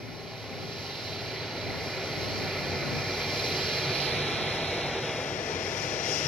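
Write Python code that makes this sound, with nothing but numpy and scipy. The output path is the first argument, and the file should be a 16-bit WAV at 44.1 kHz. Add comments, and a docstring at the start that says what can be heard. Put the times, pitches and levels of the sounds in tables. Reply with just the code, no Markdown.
"""Open, breezy airfield, a hand-held stereo microphone near a taxiing twin-jet airliner.
From the start gusts buffet both microphone ports, and noise in bands makes the engines' rumble, roar, rush and hiss.
The low noises grow for six seconds as the tails swing round; thin engine tones and broad fuzzy humps come and go.
Brief swells of the low rumble, wavering sines near 94 and 140 Hz, are scattered from about 2.3 s to the end.
From about 3.7 s something, likely a finger, slides over the right port and filters that side until it is muffled."""
import sys
import numpy as np
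from scipy import signal
from scipy.io import wavfile
from scipy.ndimage import uniform_filter1d

SR = 44100
rng = np.random.default_rng(int(sys.argv[2]) if len(sys.argv) > 2 else 0)


def int16_out(signal):
    """Quantize to a 16-bit WAV file."""
    q = np.round(np.clip(np.atleast_2d(signal).T, -1, 1) * 32767)
    wavfile.write(sys.argv[1], SR, q.astype(np.int16))


N = 276639


def gain_of(db):
    """Decibels to amplitude."""
    return 10 ** (np.asarray(db) / 20)


def evened(x):
    """Scales to rms 1."""
    return x / np.sqrt(np.mean(abs(x) ** 2) + 1e-20)


def read(points, hz, axis=1):
    """One column of a spectrum table, joined on a log-frequency axis."""
    table = np.transpose(points)
    return np.interp(np.log(hz + 1), np.log(table[0] + 1), table[axis])


def stretched(coarse):
    """Spreads a coarse curve over all samples."""
    return np.interp(np.arange(N), np.linspace(0, N - 1, len(coarse)), coarse)


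def hump(t, peak_s, rise_s, fall_s):
    """A smooth rise from 0 to 1 and a smooth fall back."""
    from_peak = np.maximum((peak_s - t) / rise_s, (t - peak_s) / fall_s)
    return np.cos(np.pi / 2 * np.clip(from_peak, -1, 1)) ** 2


def drift(rate_hz, size=2048):
    """Complex chance of rms 1 that changes about rate_hz times a second, on a coarse time grid."""
    hz = np.fft.fftfreq(size, N / SR / size)
    a, b = rng.standard_normal((2, size))
    slow_spectrum = (a + 1j * b) * np.exp(-.5 * (hz / rate_hz) ** 2)
    return evened(np.fft.ifft(slow_spectrum))


def patches(shape, size):
    """Smooth chance of rms 1 over (frames, bins), in blobs of the given size."""
    along_time = uniform_filter1d(rng.standard_normal(shape), size[0], 0)
    return evened(uniform_filter1d(along_time, size[1], 1))


def turbulence(colour, level, skirt_db, shared=True, flutter_db=0.46, size=4096):
    """Broad noise at both ports on a level curve (s, dB); beyond its colour table it falls by skirt_db an octave."""
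    # likeness of the sound at the two ports: pitch_hz, coherence (0-1)
    likeness = [(100, 1), (400, 0.99), (900, 1), (1600, 0.74), (3300, 0.81), (4750, 0.82), (5600, 0.61),
                (6200, 0.16), (7200, 0.2), (13000, 0.59)]
    hz = np.fft.rfftfreq(size, 1 / SR)
    shape = (4 * N // size + 3, len(hz))
    a, b, c, d = rng.standard_normal((4, *shape))
    left, stranger = a + 1j * b, c + 1j * d
    same = shared * np.clip(read(likeness, hz), 0, 1)
    ports = np.array([left, same * left + np.sqrt(1 - same ** 2) * stranger])

    octaves_out = abs(np.log2((hz + 1) / np.clip(hz + 1, colour[0][0], colour[-1][0])))
    field_db = read(colour, hz) - skirt_db * octaves_out
    field_db = field_db + .5 * patches(shape, size=(6, 40))  # hot, moving air makes bands come and go
    field_db = field_db + patches(shape, size=(70, 3))  # reflections comb the sound by a decibel, shifting slowly

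    spectra = (ports * gain_of(field_db)).swapaxes(1, 2)
    sound = signal.istft(spectra, nperseg=size, noverlap=size - size // 4)[1][:, :N]
    wobble_db = flutter_db * stretched(drift(7.4).real)
    level_db = np.interp(np.arange(N) / SR, *level) + wobble_db
    return sound / np.std(sound[0]) * gain_of(level_db)


def wind(breeze_db=-47.5, rise_share=0.47, lee_db=-5):
    """Eddies buffet each port separately; gusts rise out of a light breeze."""
    # colour of the wind on the microphone: pitch_hz, relative density_db (per Hz)
    wind_colour = [(25, -33), (42, -18.3), (60, -7), (100, -3), (170, 0), (300, -5.5), (450, -14),
                   (700, -14.5)]
    # gusts at the left port, added to the breeze as power: peak_s, length_s, level_db
    gusts = [(0.017, 0.9, -44.5), (0.62, 0.36, -41), (1.25, 0.52, -49), (1.76, 0.41, -39),
             (2.248, 0.3, -37), (2.42, 0.22, -38), (2.705, 0.41, -38.5), (2.92, 0.26, -34),
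             (3.598, 0.36, -50), (4.2, 0.54, -43), (4.44, 0.3, -40), (5.55, 0.21, -60), (5.935, 0.45, -47),
             (6.262, 0.27, -42)]
    t = np.arange(0, N, 256) / SR
    power = gain_of(breeze_db) ** 2
    for peak_s, length_s, gust_db in gusts:
        rise_s, fall_s = rise_share * length_s, (1 - rise_share) * length_s
        power = power + gain_of(gust_db) ** 2 * hump(t, peak_s, rise_s, fall_s)
    buffeting = turbulence(wind_colour, (t, 10 * np.log10(power)), skirt_db=9.5, shared=False)
    return buffeting * gain_of([[0], [lee_db]])  # the right port is turned away from the wind


def tones_and_humps(steady=0.65, apart=0.5, trim_db=-.5, core_s=0.32):
    """Each is a steady line plus a part scattered by turbulent air, a little unlike at the two ports."""
    # thin engine tones, and broad fuzzy humps where an echo reinforces the rush: pitch_hz, width_hz,
    # peak_db (before the trim), strongest_s, fade_db_per_s (on either side of that time)
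    lines_table = [(57, 5, -53.5, 4.2, 3), (97, 4, -45, 2.5, 3.3), (114, 5, -46.5, 1.4, 3),
                   (143, 8, -45.5, 4.0, 2.8), (168, 10, -51, 2.6, 3), (383, 9, -45, 3.9, 2.2),
                   (406, 9, -50, 2.9, 2), (482, 7, -46.5, 4.6, 6), (610, 45, -48, 3.8, 5),
                   (770, 11, -49, 4.2, 2.8), (1071, 3, -56.5, 4.0, 2), (1750, 70, -57.5, 2.6, 5),
                   (2080, 60, -50.5, 3.2, 6.5), (2220, 3, -49.5, 4.6, 4), (2245, 3, -49, 5.9, 10),
                   (2334, 3, -48.5, 3.7, 5.5), (2390, 14, -49.5, 3.7, 7), (2435, 24, -48, 3.85, 9),
                   (2939, 4, -58, 2.2, 3.5), (3321, 3, -53.5, 4.6, 3), (6488, 4, -66, 5.8, 3.5)]
    t, out = np.arange(N) / SR, np.zeros((2, N))
    steady = np.clip(steady, 0, 1)
    for hz, width_hz, peak_db, strongest_s, fade_db_per_s in lines_table:
        wander, scatter, unlike = (drift(width_hz / 2) for _ in range(3))
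        grid = np.linspace(0, t[-1], len(wander))
        blur = np.exp(1j * np.pi * width_hz * grid[1] * np.cumsum(wander.real))  # pitch wavers within the width
        scattered = scatter + apart * np.array([unlike, -unlike])
        lines = evened(steady * blur + (1 - steady) * scattered)
        off_peak_s = np.hypot(grid - strongest_s, core_s) - core_s  # the level has a rounded top
        lines = lines * gain_of(peak_db - fade_db_per_s * off_peak_s)
        carrier = np.sqrt(2) * np.exp(2j * np.pi * hz * t)
        out += [(stretched(line) * carrier).real for line in lines]
    return out * gain_of(trim_db)


def rumble_swells(length_s=0.2, waver_hz=3.83):
    """Brief swells of the low rumble near 94 and 140 Hz, each a sine of wavering pitch, alike at both ports."""
    # brief swells of the low rumble: peak_s, pitch_hz, level_db (rms at the peak)
    swells = [(2.27, 140, -45.5), (2.72, 93.7, -37.5), (2.81, 139.8, -41), (2.97, 142, -41),
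              (3.9, 139, -38.5), (4.23, 145.4, -47), (4.69, 94, -40), (6.25, 147, -36)]
    t, out = np.arange(N) / SR, np.zeros(N)
    for peak_s, hz, swell_db in swells:
        pitch_hz = hz + waver_hz * stretched(drift(8).real)
        turns = np.cumsum(pitch_hz) / SR + rng.random()
        envelope = hump(t, peak_s, length_s / 2, length_s / 2)
        out += gain_of(swell_db) * envelope * np.sqrt(2) * np.sin(2 * np.pi * turns)
    return out


def engine_level(t, full_db, climb_db, swell_s=6, bend=2.85):
    """Level (dB) of a low engine noise, swelling as the tails swing towards the microphone (bend 1 = straight)."""
    return full_db - climb_db * np.maximum(1 - t / swell_s, 0) ** bend


def near_echo(x, delay_s=.00285, drift_s_per_s=.00001, share=0.029, right_extra=0.17, ends_s=3.9, fade_s=0.3):
    """A short echo off something near combs the treble, stronger at the right port until the finger screens it."""
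    t = np.arange(N) / SR
    late = np.array([np.interp(t - delay_s - drift_s_per_s * t, t, port) for port in x])
    unscreened = np.clip((ends_s - t) / fade_s, 0, 1)
    return x + (share + np.outer([0, right_extra], unscreened)) * late


def jets(rush_db=-1.0, rasp_db=-0.43, hiss_db=-0.25, fizz_db=-32.5, fizz_follows=0.8):
    """The broad noises of the engines, from the deep core to the finest fizz of the turbine."""
    # colour of each noise, deep to fine: pitch_hz, relative density_db (per Hz)
    rumble_colour = [(25, -32.9), (42, -22), (54, -13), (68, -12), (88, 3.5), (120, 1.5), (160, 3.5),
                     (200, -11)]
    roar_colour = [(200, -6.5), (290, -5), (400, -1.5), (480, -2.2), (515, -0.5), (550, -5), (600, -4),
                   (660, -1.5), (735, -9), (790, -4), (870, -8), (1150, -14)]
    rush_colour = [(1120, -9), (1210, -6.5), (1290, -2), (1480, -1), (1585, -6), (1720, -1), (1790, -2),
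                   (1865, -3.5), (1970, 1), (2160, 1), (2270, 0), (2340, 1), (2490, -0.5), (2620, -5)]
    rasp_colour = [(2620, 0), (2740, 4.5), (2820, 3.5), (2920, 3), (2990, -3.5), (3100, 1.5), (3330, 1.5),
                   (3580, -0.5), (3780, 1), (3930, -0.5), (4120, 4), (4330, -3.5), (4530, 2), (4700, -2.5)]
    hiss_colour = [(4700, -6), (5050, -0.5), (5350, 4), (5580, 1.5), (5820, 1.5), (6250, -8), (6800, -10.5),
                   (7600, -18), (8200, -23)]
    fizz_colour = [(8200, -13.5), (9200, 2), (9800, -1), (10600, 0.5), (12300, -6.5), (14000, -10)]
    # treble swelling and ebbing through the moving air: time_s, rush_db, rasp_db, hiss_db (before the trims)
    treble = [(0.02, -50.5, -54.5, -55.5), (0.5, -45.5, -49, -51.5), (0.8, -45.5, -45.5, -48),
              (1.08, -43.5, -43, -46.5), (1.5, -41.5, -44.5, -49), (1.9, -40.5, -44.5, -45.5),
              (2.4, -39, -41, -43), (2.85, -38, -43.5, -44), (3.45, -37.5, -38, -38),
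              (3.72, -36, -36, -38.5), (4.15, -35.5, -38.6, -40.5), (4.5, -36.0, -38.5, -41.1),
              (4.85, -37, -38.5, -41.5), (5.15, -36, -40.5, -40), (5.42, -34.5, -39, -38.5),
              (5.85, -34, -37, -34), (6.02, -34.5, -37.5, -35.5), (6.12, -33.5, -34, -28),
              (6.26, -32, -32.5, -31)]
    # a long surge in which the rumble heaves up: peak_s, rise_s, fall_s, lift_db
    surges = [(2.8, 1, 0.42, 1)]
    t = np.arange(0, N, 256) / SR
    surge_db = sum(lift_db * hump(t, peak_s, rise_s, fall_s) for peak_s, rise_s, fall_s, lift_db in surges)
    sink_db = 0.5 * np.maximum(t - 3.25, 0)  # dB per s, from 3.25 s: the aircraft draws away

    rumble_level = engine_level(t, full_db=-40.5, climb_db=16) + surge_db - sink_db
    roar_level = engine_level(t, full_db=-35.0, climb_db=12.1) + 0.15 * surge_db  # shares little of the surge
    rumble = turbulence(rumble_colour, (t, rumble_level), skirt_db=59)
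    roar = turbulence(roar_colour, (t, roar_level), skirt_db=79)

    when, rush_level, rasp_level, hiss_level = np.transpose(treble)
    rush = turbulence(rush_colour, (when, rush_level + rush_db), skirt_db=115)
    rasp = turbulence(rasp_colour, (when, rasp_level + rasp_db), skirt_db=200)
    hiss = turbulence(hiss_colour, (when, hiss_level + hiss_db), skirt_db=195, flutter_db=0.8)
    fizz_level = fizz_follows * hiss_level + fizz_db
    fizz = turbulence(fizz_colour, (when, fizz_level), skirt_db=150, flutter_db=1.3)
    return rumble + roar + near_echo(rush + rasp + hiss) + fizz


def scene():
    """Engine noise, swells of its low rumble, the tones and humps standing in it, and the wind."""
    return jets() + rumble_swells() + tones_and_humps() + wind()


def right_port(x, cup_from_hz=1500, cup_full_hz=4300, size=2048):
    """The finger first cups the port, lifting its treble, then slides its resonance down and shuts it."""
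    # finger over the port: time_s, position (0 open, 1 shading, 2 shut),
    # slide_octaves (shift of the shaded resonance), cup_db (treble lift by cupping)
    finger = [(3.68, 0.028, 0.2, 1.5), (3.87, 0.37, 0.027, 2), (4.03, 0.63, 0.048, 7),
              (4.17, 1.04, -0.028, 4), (4.6, 1.06, -0.037, 1.5), (4.92, 0.91, -0.067, -3),
              (5.16, 1.26, -0.1, -0.5), (5.38, 1.96, -0.3, 2)]
    # right port against the left one when open, shaded and shut: pitch_hz, gain_db, lag_radians
    port_open = [(100, -1.2, 0.1), (950, 0.5, 0.0), (1200, -2.0, 0.0), (1480, -1.0, 0.3),
                 (1560, -1.0, -1.3), (1610, -1.0, -1.2), (1730, 1.0, 0.0), (1860, -1.0, 0.7),
                 (1980, 0.0, 0.1), (2150, 0.5, 0.4), (2215, -0.5, 0.6), (2250, -1.5, 1.9),
                 (2290, -1.5, 2.1), (2315, 0.5, -0.6), (2390, 2.2, -0.4), (2540, -1.0, -0.3),
                 (2640, -1.5, -1.3), (2740, -4.5, -0.8), (3000, -0.5, -0.75), (3480, -2.5, -0.9),
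                 (3700, 3.0, -0.75), (4100, 6.5, -0.4), (4340, 9.0, 0.0), (4550, 4.8, 0.2),
                 (4900, 5.5, 0.6), (5400, -3.5, 1.6), (6000, -7.0, 2.2), (7200, -1.0, 3.4),
                 (8200, 0.0, 3.6), (10000, 8.5, 3.6), (13000, 17.0, 5.2)]
    port_shaded = [(100, -1.5, 0.0), (900, 1.0, 0.1), (1450, -2.0, 0.1), (2300, 0.0, -0.1),
                   (3200, 2.2, 0.0), (3550, 4.5, 0.15), (3900, 8.0, 0.8), (4300, 5.8, 1.7),
                   (4550, 1.0, 2.5), (4900, -1.0, 3.14), (5100, -7.0, 3.4), (5350, -18.0, 3.4),
                   (6000, -21.0, 3.3), (7000, -16.0, 2.5), (9000, 3.0, 3.1), (10800, 11.0, 4.5),
                   (12000, 9.0, 5.3), (13500, 3.0, 6.0)]
    port_shut = [(100, -3.5, 0.1), (500, -2.0, 0.5), (900, -0.5, 1.2), (1300, -9.0, 1.9),
                 (1600, -17.0, 2.6), (1900, -19.0, -0.2), (2400, -10.0, 0.2), (3200, -7.0, 1.0),
                 (3600, -7.5, 1.9), (3950, -10.0, 3.1), (4300, -22.0, 3.5), (4550, -38.0, 3.6),
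                 (4900, -30.0, 2.5), (5900, -35.0, 1.3), (6400, -21.0, 1.8), (8000, -6.2, 3.0),
                 (11000, 1.0, 5.8), (13500, -8.0, 6.6)]
    hz, t, z = signal.stft(x, SR, nperseg=size)
    when, *columns = np.transpose(finger)
    position, slide_octaves, cup_db = (np.interp(t, when, column) for column in columns)
    gain_db = np.outer(np.interp(hz, [cup_from_hz, cup_full_hz], [0, 1]), cup_db)
    turn = 0
    for state, port in enumerate([port_open, port_shaded, port_shut]):
        share = np.maximum(1 - abs(np.clip(position, 0, 2) - state), 0)
        slides = state == 1  # only the shaded resonance moves: a narrower gap resonates lower
        slid_hz = np.outer(hz, 2 ** (-slide_octaves * slides))
        gain_db = gain_db + share * read(port, slid_hz, axis=1)
        turn = turn + share * np.exp(-1j * read(port, slid_hz, axis=2))
    filtered = z * gain_of(gain_db) * np.exp(1j * np.angle(turn))
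    return signal.istft(filtered, SR, nperseg=size)[1][:N]


def record(dry, edge_hz=14000):
    """The left port hears freely, the right one past the finger; then a low-pass limits the band."""
    dry = dry * signal.windows.tukey(N, .001)  # very short fades at both ends
    ports = np.array([dry[0], right_port(dry[1])])
    low_pass = signal.firwin(255, edge_hz, window=("kaiser", 8), fs=SR)
    return signal.oaconvolve(ports, low_pass[None], "same")


dry = scene()
out = record(dry)
int16_out(out)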